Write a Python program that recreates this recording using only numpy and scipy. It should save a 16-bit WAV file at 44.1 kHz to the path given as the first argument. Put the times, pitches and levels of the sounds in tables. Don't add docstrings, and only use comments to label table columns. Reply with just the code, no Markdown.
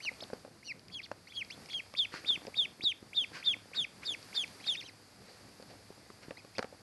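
import sys
import numpy as np
from scipy import signal
from scipy.fft import rfft, irfft
from scipy.io import wavfile

SR = 44100
rng = np.random.default_rng(int(sys.argv[2]) if len(sys.argv) > 2 else 0)


def wav_out(sig):
    wavfile.write(sys.argv[1], SR, np.round(np.clip(np.atleast_2d(sig).T, -1, 1) * 32767).astype(np.int16))


N = 300741

# (start [s], length [s], top pitch [Hz], effort [0-1],
# base level [dB], base overtone level [dB], second voice level, independent of the call's level [dB])
CALLER_PEEPS = [ (.003, 0.093, 3040, 0.32, -32, -23, -42), (0.628, 0.097, 2934, 0.25, -39.5, -14.5, -47.5),
                (0.898, 0.11, 3390, 0.53, -40, -25.5, -46.5), (1.32, 0.11, 3320, .4, -35, -28.5, -47),
                (1.698, 0.11, 3340, 0.8, -33, -30.5, -48), (1.949, 0.11, 3650, 1, -27.5, -33.5, -36.5),
                (2.246, .12, 3690, 0.97, -27, -33.5, -39.5), (2.541, .12, 3734, 0.98, -27, -32.5, -38.5),
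                (2.807, .12, 3910, 0.99, -26.5, -32, -36), (3.13, .12, 3684, 0.98, -27.5, -32, -43.5),
                (3.426, .12, 3670, 0.86, -27, -31.5, -40), (3.733, 0.12, 3814, 0.93, -27.5, -27, -37),
                (4.031, .121, 3740, 0.82, -29, -24.5, -35), (4.328, .12, 3650, 0.89, -27.5, -25.5, -33.5),
                (4.64, 0.12, 3740, 1, -28, -26, -36)]
# (time [s], how far away [0-1])
TURNED_AWAY = [(3.43, 0.25), (4.03, 1), (4.64, 0.54)]
# (frequency [Hz], gain [dB])
BILL_RESPONSE = [(1800, 10.5), (2150, 0.5), (2500, -0.5), (2950, -8.5), (3250, -0.5), (3550, 4.5),
                 (3900, 0), (4600, -0.5)]
# (frequency [Hz], gain [dB])
THROAT_RESPONSE = [(3500, 9), (4800, 9), (6200, 6), (7400, -4.5), (8500, -3), (9800, 3.5), (11500, -16.5)]
# (start [s], length [s], top pitch [Hz], base level [dB],
# level change over the call [dB], pitch jitter [fraction of pitch])
FLOCK_CHIRPS = [ (0.202, 0.042, 5240, -48, 3, 0.01), (1.015, 0.052, 3500, -54.5, 6, 0.07),
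                (1.27, 0.097, 3450, -62.5, -16, 0.02), (1.501, 0.071, 3400, -58, -36, 0.03),
                (1.685, 0.053, 3500, -51, 3, 0.04), (4.599, 0.087, 3290, -56.5, 5, 0.03),
                (4.681, .076, 3030, -53, -7, 0.02), (4.754, .066, 3730, -46.5, -1, 0),
                (4.822, 0.078, 3150, -52, 1, 0.02), (6.369, 0.043, 2530, -58.5, -6, 0.01),
                (6.549, 0.04, 2740, -59.5, -12, 0.05)]
# (time [s], panel pitch [Hz], base level [dB], hardness: clack over base level [dB])
BOX_KNOCKS = [(.05, 600, -52.5, 11), (0.116, 530, -48, -2), (.225, 600, -41, -4), (.301, 590, -44.5, -1),
              (0.332, 468, -32, -7.5), (.449, 560, -42.5, -1), (.478, 500, -49.5, -17),
              (1.115, 563, -36.5, 8), (1.939, 570, -46.5, 5), (2.14, 334, -42, 12), (2.306, 316, -53, 13.5),
              (2.376, 330, -45.5, 3), (2.451, 326, -46, 6), (2.471, 514, -41.5, -15), (2.48, 474, -38, -8),
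              (2.797, 317, -50.5, -18), (2.837, 307, -42, -6.5), (3.027, 312, -45.5, -7),
              (4.666, 860, -58, 19.5), (5.599, 465, -46.5, -12), (5.625, 540, -48.5, -3),
              (5.904, 385, -44, -18), (6.102, 360, -47.5, 7), (6.283, 292, -43, -22),
              (6.308, 524, -37.5, 2), (6.448, 495, -48.5, 5.5), (6.583, 576, -34, 4),
              (6.592, 488, -28.5, 5.5), (6.627, 527, -50, 22), (6.644, 490, -37, 0),
              (6.726, 537, -45.5, -21)]
# (multiple of panel pitch [1], t60 [s], relative level [dB])
PANEL_MODES = [(.56, 0.029, -2.5), (1.002, 0.017, 9.5), (1.35, 0.02, -10.5)]
# (time [s], level of the upper burst [dB])
BRIGHT_CLICKS = [(.138, -45), (0.335, -42.5), (.794, -47), (.883, -43.5), (1.448, -42), (1.659, -41.5),
                 (1.778, -48), (1.939, -40), (2.468, -37), (4.228, -42.5), (4.478, -41), (5.625, -43),
                 (6.583, -26), (6.591, -33.5)]
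# (start [s], length [s], scratch level before swell [dB],
# rub level before swell [dB], hiss mixed into the scratch [dB])
BOX_SCRAPES = [(2.114, .18, -44, -53, -3), (3.325, 0.18, -44.5, -57.5, -4), (3.738, 0.077, -46.5, -78, -3),
               (4.015, 0.1, -50.5, -65, -3), (4.342, 0.049, -43.5, -73, 5), (5.23, 0.31, -60, -61, 3),
               (5.683, 0.13, -58, -54.5, 0), (6.217, 0.081, -53.5, -57.5, -3)]
# (time [s], level [dB])
HUDDLE_STIR = [(0.0, -64), (0.15, -62.5), (0.3, -62.5), (0.49, -69.5), (1.42, -68.5), (1.63, -61),
               (1.92, -64.5), (2.3, -58.5), (2.47, -61), (2.6, -61.5), (2.92, -67), (3.28, -62),
               (4.75, -60), (4.96, -66.5), (5.22, -67), (5.37, -64.5), (6.67, -65.5), (6.82, -67)]
# (frequency [Hz], relative gain [dB])
FLOOR_SHAPE = [(15, -43), (25, -20.5), (86, -6), (191, -1.5), (459, -8), (536, -9), (642, -8.5), (897, -12),
               (1100, -11.5), (1850, -12.5), (2390, -14), (3090, -19), (4660, -16), (6860, -20),
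               (11800, -21.5), (15300, -57), (22000, -120)]
# (centre [Hz], width of each filter pass [Hz], level [dB])
DRONE_MODES = [(64.5, 10, -78.5), (102.9, 21.5, -69.5)]

REST_HZ, KNEE_HZ = 1904, 3013
LEAP_S, SAG_FROM_S, SAG_LEAD_S = 0.028, 0.043, 0.016
SOFT_DROP_S, LOUD_DROP_S = 0.073, 0.018
JOIN_S, SOFT_LOCK_S, LOUD_LOCK_S = 0.019, 0.06, 0.043
CHOKE_DB, SWELL_LEAD_S, SWELL_LAG_S = -18, 0.02, 0.0042
SOFT_SECOND_HZ, LOUD_SECOND_HZ = 4460, 4814
SOFT_SLIDE, LOUD_SLIDE = 0.14, 0.76
SOFT_THROB_HZ, LOUD_THROB_HZ = 175, 318.5
OPEN_DB, ATTACK_S, BLIP_DB, BLIP_S = -11.5, 0.022, 13.5, 0.01
SPEND_DB_PER_S, RELEASE_S, RELEASE_DB = 77, 0.01, -11.5
SOFT_THIRD_DB, LOUD_THIRD_DB = -9, -1.5
SOFT_MUTE_DB, LOUD_MUTE_DB, SECOND_FADE_DB, THIRD_FADE_DB = -11.5, -11, -10, -16
NEAR_FLUTTER, AWAY_FLUTTER, AWAY_LOSS_DB = 0.017, 0.24, -9
CHIRP_REST_HZ, CHIRP_OVERTONE_DB = 1765, -10.5
FLOOR_DB, TOP_HZ = -58.5, 11850


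def caller():
    out = np.zeros(N)
    for start_s, *call in CALLER_PEEPS:
        away = np.interp(start_s, *np.transpose(TURNED_AWAY))
        add(out, start_s, peep(*call, away))
    return out


def peep(length_s, top_hz, effort, level_db, overtone_db, second_db, away):
    count = int(length_s * SR)
    t = np.arange(count) / SR

    def by_effort(soft, loud):
        return soft + (loud - soft) * np.clip(effort, 0, 1)

    lock_s = by_effort(SOFT_LOCK_S, LOUD_LOCK_S)
    unlocked = 1 - ramp(t, lock_s - 0.008, lock_s)
    choked = 1 - ramp(t, lock_s - SWELL_LEAD_S, lock_s + SWELL_LAG_S)

    sag_hz = by_effort(0, top_hz - KNEE_HZ)
    crest_hz = top_hz - sag_hz * ramp(t, SAG_FROM_S, length_s - SAG_LEAD_S)
    leap = 1 - (1 - ramp(t, 0, LEAP_S)) ** 2.3
    drop = 1 - ramp(t, length_s - by_effort(SOFT_DROP_S, LOUD_DROP_S), length_s) ** 2
    jitter = (0.0011 + 0.0077 * unlocked) * wobble(count, 886)
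    hz = (REST_HZ + (crest_hz - REST_HZ) * leap * drop) * (1 + jitter)

    opening_db = OPEN_DB * (1 - ramp(t, 0, ATTACK_S))
    spent_db = by_effort(0, SPEND_DB_PER_S) * np.maximum(t - lock_s, 0)
    release_db = RELEASE_DB * ramp(t, length_s - RELEASE_S, length_s) ** 2
    air_db = opening_db - spent_db + release_db
    flutter = NEAR_FLUTTER + (AWAY_FLUTTER - NEAR_FLUTTER) * away
    flutter = (flutter + 0.049 * unlocked) * wobble(count, 590)
    strength = undb(level_db + air_db) * fade(count, 0.0025) * (1 + flutter)

    blip_db = BLIP_DB * (1 - ramp(t, 0, BLIP_S) ** 2)
    turned_db = AWAY_LOSS_DB * away * ramp(hz, 2200, 3540)
    fundamental_db = CHOKE_DB * choked + blip_db + bill_db(hz) + turned_db
    low = 1 - ramp(hz, REST_HZ, KNEE_HZ)
    mute_db = by_effort(SOFT_MUTE_DB, LOUD_MUTE_DB) * choked
    overtone_db = overtone_db + mute_db + SECOND_FADE_DB * low
    third_db = by_effort(SOFT_THIRD_DB, LOUD_THIRD_DB) + THIRD_FADE_DB * low
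    voice = strength * whistle(hz, overtone_db, third_db, fundamental_db)

    a, b = int(JOIN_S * SR), int(lock_s * SR)
    gap_hz = by_effort(SOFT_SECOND_HZ, LOUD_SECOND_HZ) - top_hz
    second = second_voice(hz[a:b], gap_hz, by_effort(SOFT_SLIDE, LOUD_SLIDE))
    voice[a:b] += undb(second_db) * second
    voice[a:b] *= throb(b - a, by_effort(SOFT_THROB_HZ, LOUD_THROB_HZ))
    return voice


def whistle(hz, overtone_db, third_db, fundamental_db=0):
    phase = 2 * np.pi * np.cumsum(hz) / SR
    fundamental = undb(fundamental_db) * np.sin(phase)
    second = colour_at(THROAT_RESPONSE, 2 * hz) * np.sin(2 * phase)
    third = colour_at(THROAT_RESPONSE, 3 * hz) * np.sin(3 * phase)
    return np.sqrt(2) * (fundamental + undb(overtone_db) * (second + undb(third_db) * third))


def second_voice(first_hz, gap_hz, slide, jitter=0.053, swell=0.75, rasp=0.19):
    count = len(first_hz)
    u = np.linspace(0, 1, count)
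    steady_hz = first_hz + gap_hz * (1 - slide * u ** 3)
    hz = steady_hz * (1 + jitter * (1.2 - u) * wobble(count, 1530))
    strength = u ** swell * fade(count, 0.0022) * (1 + rasp * wobble(count, 678))
    return strength * whistle(hz, overtone_db=-28, third_db=-20)


def throb(count, rate_hz, scatter=0.25, depth=0.5):
    phase = 2 * np.pi * np.cumsum(rate_hz * (1 + scatter * wobble(count, 297))) / SR
    return (1 + depth * np.cos(phase)) / np.sqrt(1 + depth ** 2 / 2)


def bill_db(hz):
    return np.interp(hz, *np.transpose(BILL_RESPONSE))


def flock(flutter=0.28, arch=2.2):
    out = np.zeros(N)
    for start_s, length_s, top_hz, level_db, tilt_db, jitter in FLOCK_CHIRPS:
        count = int(length_s * SR)
        u = np.linspace(-1, 1, count)
        arch_hz = top_hz + (CHIRP_REST_HZ - top_hz) * np.abs(u) ** arch
        hz = arch_hz * (1 + jitter * wobble(count, 957))
        strength = undb(level_db + tilt_db * u / 2) * fade(count, 0.004)
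        strength = strength * (1 + flutter * wobble(count, 337))
        muffle_db = np.interp(hz, [2500, 3200, 3800], [0, -8, -20])
        voice = strength * whistle(hz, CHIRP_OVERTONE_DB + muffle_db, -14, bill_db(hz))
        crest = (u > -0.55) & (u < 0.25)
        rasp = 36 * jitter * second_voice(np.minimum(hz[crest], 3800), gap_hz=887, slide=0.26)
        voice[crest] += undb(level_db) * rasp
        add(out, start_s, voice)
    return out


def knocks(thud_db=2, clack_db=0, tick_db=-19):
    out = np.zeros(N)
    t = np.arange(int(0.08 * SR)) / SR
    for start_s, panel_hz, level_db, hard_db in BOX_KNOCKS:
        thud = np.zeros(len(t))
        for ratio, t60_s, mode_db in PANEL_MODES:
            thud += undb(mode_db - 60 * t / t60_s) * np.sin(2 * np.pi * ratio * panel_hz * t)
        thud *= 1 - np.exp(-t / 0.00088)
        thud += 0.25 * burst(t, 740, 630, 0.11)
        clack = undb(clack_db) * burst(t, 1170, 1250, 0.013)
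        tick = undb(tick_db) * burst(t, 4600, 1430, 0.037)
        add(out, start_s, undb(level_db) * (undb(thud_db) * thud + undb(hard_db) * (clack + tick)))
    for start_s, level_db in BRIGHT_CLICKS:
        click = burst(t, 4760, 930, 0.0054) + 0.47 * burst(t, 2400, 1000, 0.021)
        add(out, start_s, undb(level_db) * click)
    return out


def burst(t, hz, width_hz, t60_s):
    noise = rng.standard_normal(len(t)) * undb(-60 * t / t60_s)
    x = resonate_twice(noise, hz, width_hz)
    return x / np.abs(x).max()


def scrapes(grain_db=-0.5, rise=0.18):
    out = np.zeros(N)
    for start_s, length_s, scratch_db, rub_db, hiss_db in BOX_SCRAPES:
        count = int(length_s * SR)
        slips = rng.standard_normal(count) * undb(grain_db * wobble(count, 810))
        scratch = resonate_twice(slips, 1660, 1660)
        scratch = scratch + undb(hiss_db) * resonate_twice(slips, 4400, 1200)
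        rub = resonate_twice(slips, 470, 420)
        swell = np.interp(np.linspace(0, 1, count), [0, rise, 0.55, 1], [0.075, 1.0, 0.17, 0.26])
        add(out, start_s, swell * (undb(scratch_db) * unit(scratch) + undb(rub_db) * unit(rub)))
    return out


def shuffling(steps_per_s=60, steps_db=-67.0, follow=0.69, spread_db=4.5):
    steps = (rng.random(N) < steps_per_s / SR) * rng.uniform(-0.55, 1, N)
    steps = steps * undb(spread_db * np.minimum(rng.exponential(size=N), 2))
    steps = signal.sosfilt(signal.butter(2, 1500, fs=SR, output="sos"), steps)
    body = resonate(steps, 470, 120) + 1.85 * resonate(steps, 299, 42) + 0.5 * resonate(steps, 723, 150)
    return undb(steps_db + follow * stir_db()) * unit(body)


def stir_db():
    level_db = np.interp(np.arange(N) / SR, *np.transpose(HUDDLE_STIR))
    return level_db - level_db.mean()


def reverberate(x, t60_s, wet_db, delay_s):
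    t = np.arange(int(0.6 * SR)) / SR
    tail = rng.standard_normal(len(t)) * undb(-60 * t / t60_s) * (t > delay_s)
    tail = tail / np.sqrt(np.sum(tail ** 2))
    return undb(wet_db) * signal.fftconvolve(x, tail)[:N]


def background(split_hz=400, bass_follow=0.12, treble_follow=0.62, treble_lift_db=-0.48):
    spectrum = rfft(rng.standard_normal(N))
    hz = np.arange(len(spectrum)) * SR / N
    noise = undb(FLOOR_DB) * unit(irfft(spectrum * colour_at(FLOOR_SHAPE, hz), N))
    bass = signal.sosfilt(signal.butter(1, split_hz, fs=SR, output="sos"), noise)
    hiss = undb(-66.0) * unit(resonate_twice(rng.standard_normal(N), 4690, 950))
    treble = noise - bass + hiss
    bass_db = bass_follow * stir_db() + 3.34 * wobble(N, 16)
    treble_db = treble_lift_db + treble_follow * stir_db() + 1.1 * wobble(N, 2.07)
    return bass * undb(bass_db) + treble * undb(treble_db)


def drone():
    out = np.zeros(N)
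    for hz, width_hz, level_db in DRONE_MODES:
        out += undb(level_db) * unit(resonate_twice(rng.standard_normal(N), hz, width_hz))
    return out


def undb(db):
    return 10 ** (np.asarray(db) / 20)


def unit(x):
    return x / np.sqrt(np.mean(x ** 2) + 1e-20)


def add(out, start_s, x):
    i = max(int(start_s * SR), 0)
    out[i:i + len(x)] += x[:N - i]


def colour_at(points, hz):
    point_hz, point_db = np.transpose(points)
    return undb(np.interp(np.log(hz + 1), np.log(point_hz), point_db))


def resonate(x, hz, width_hz):
    return signal.lfilter(*signal.iirpeak(hz, hz / width_hz, fs=SR), x)


def resonate_twice(x, hz, width_hz):
    return resonate(resonate(x, hz, width_hz), hz, width_hz)


def wobble(count, rate_hz):
    at = np.arange(count) / SR * rate_hz
    points = int(at[-1]) + 2
    return np.interp(at, np.arange(points), 1.3 * rng.standard_normal(points))


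def fade(count, edge_s):
    return signal.windows.tukey(count, min(2 * edge_s * SR / count, 1))


def ramp(x, start, end):
    return np.clip((x - start) / (end - start), 0, 1)


def scene():
    near = caller() + flock() + knocks() + scrapes() + shuffling()
    box = reverberate(near, t60_s=0.05, wet_db=-19, delay_s=0.002)
    room = reverberate(near, t60_s=0.27, wet_db=-20, delay_s=0.0087)
    return (near + box + room + background() + drone())[None]


def record(dry, bass_cut_hz=42):
    thin = signal.sosfilt(signal.butter(2, bass_cut_hz, "highpass", fs=SR, output="sos"), dry)
    return signal.sosfilt(signal.ellip(12, 0.2, 70, TOP_HZ, fs=SR, output="sos"), thin)


dry = scene()
out = record(dry)
wav_out(out)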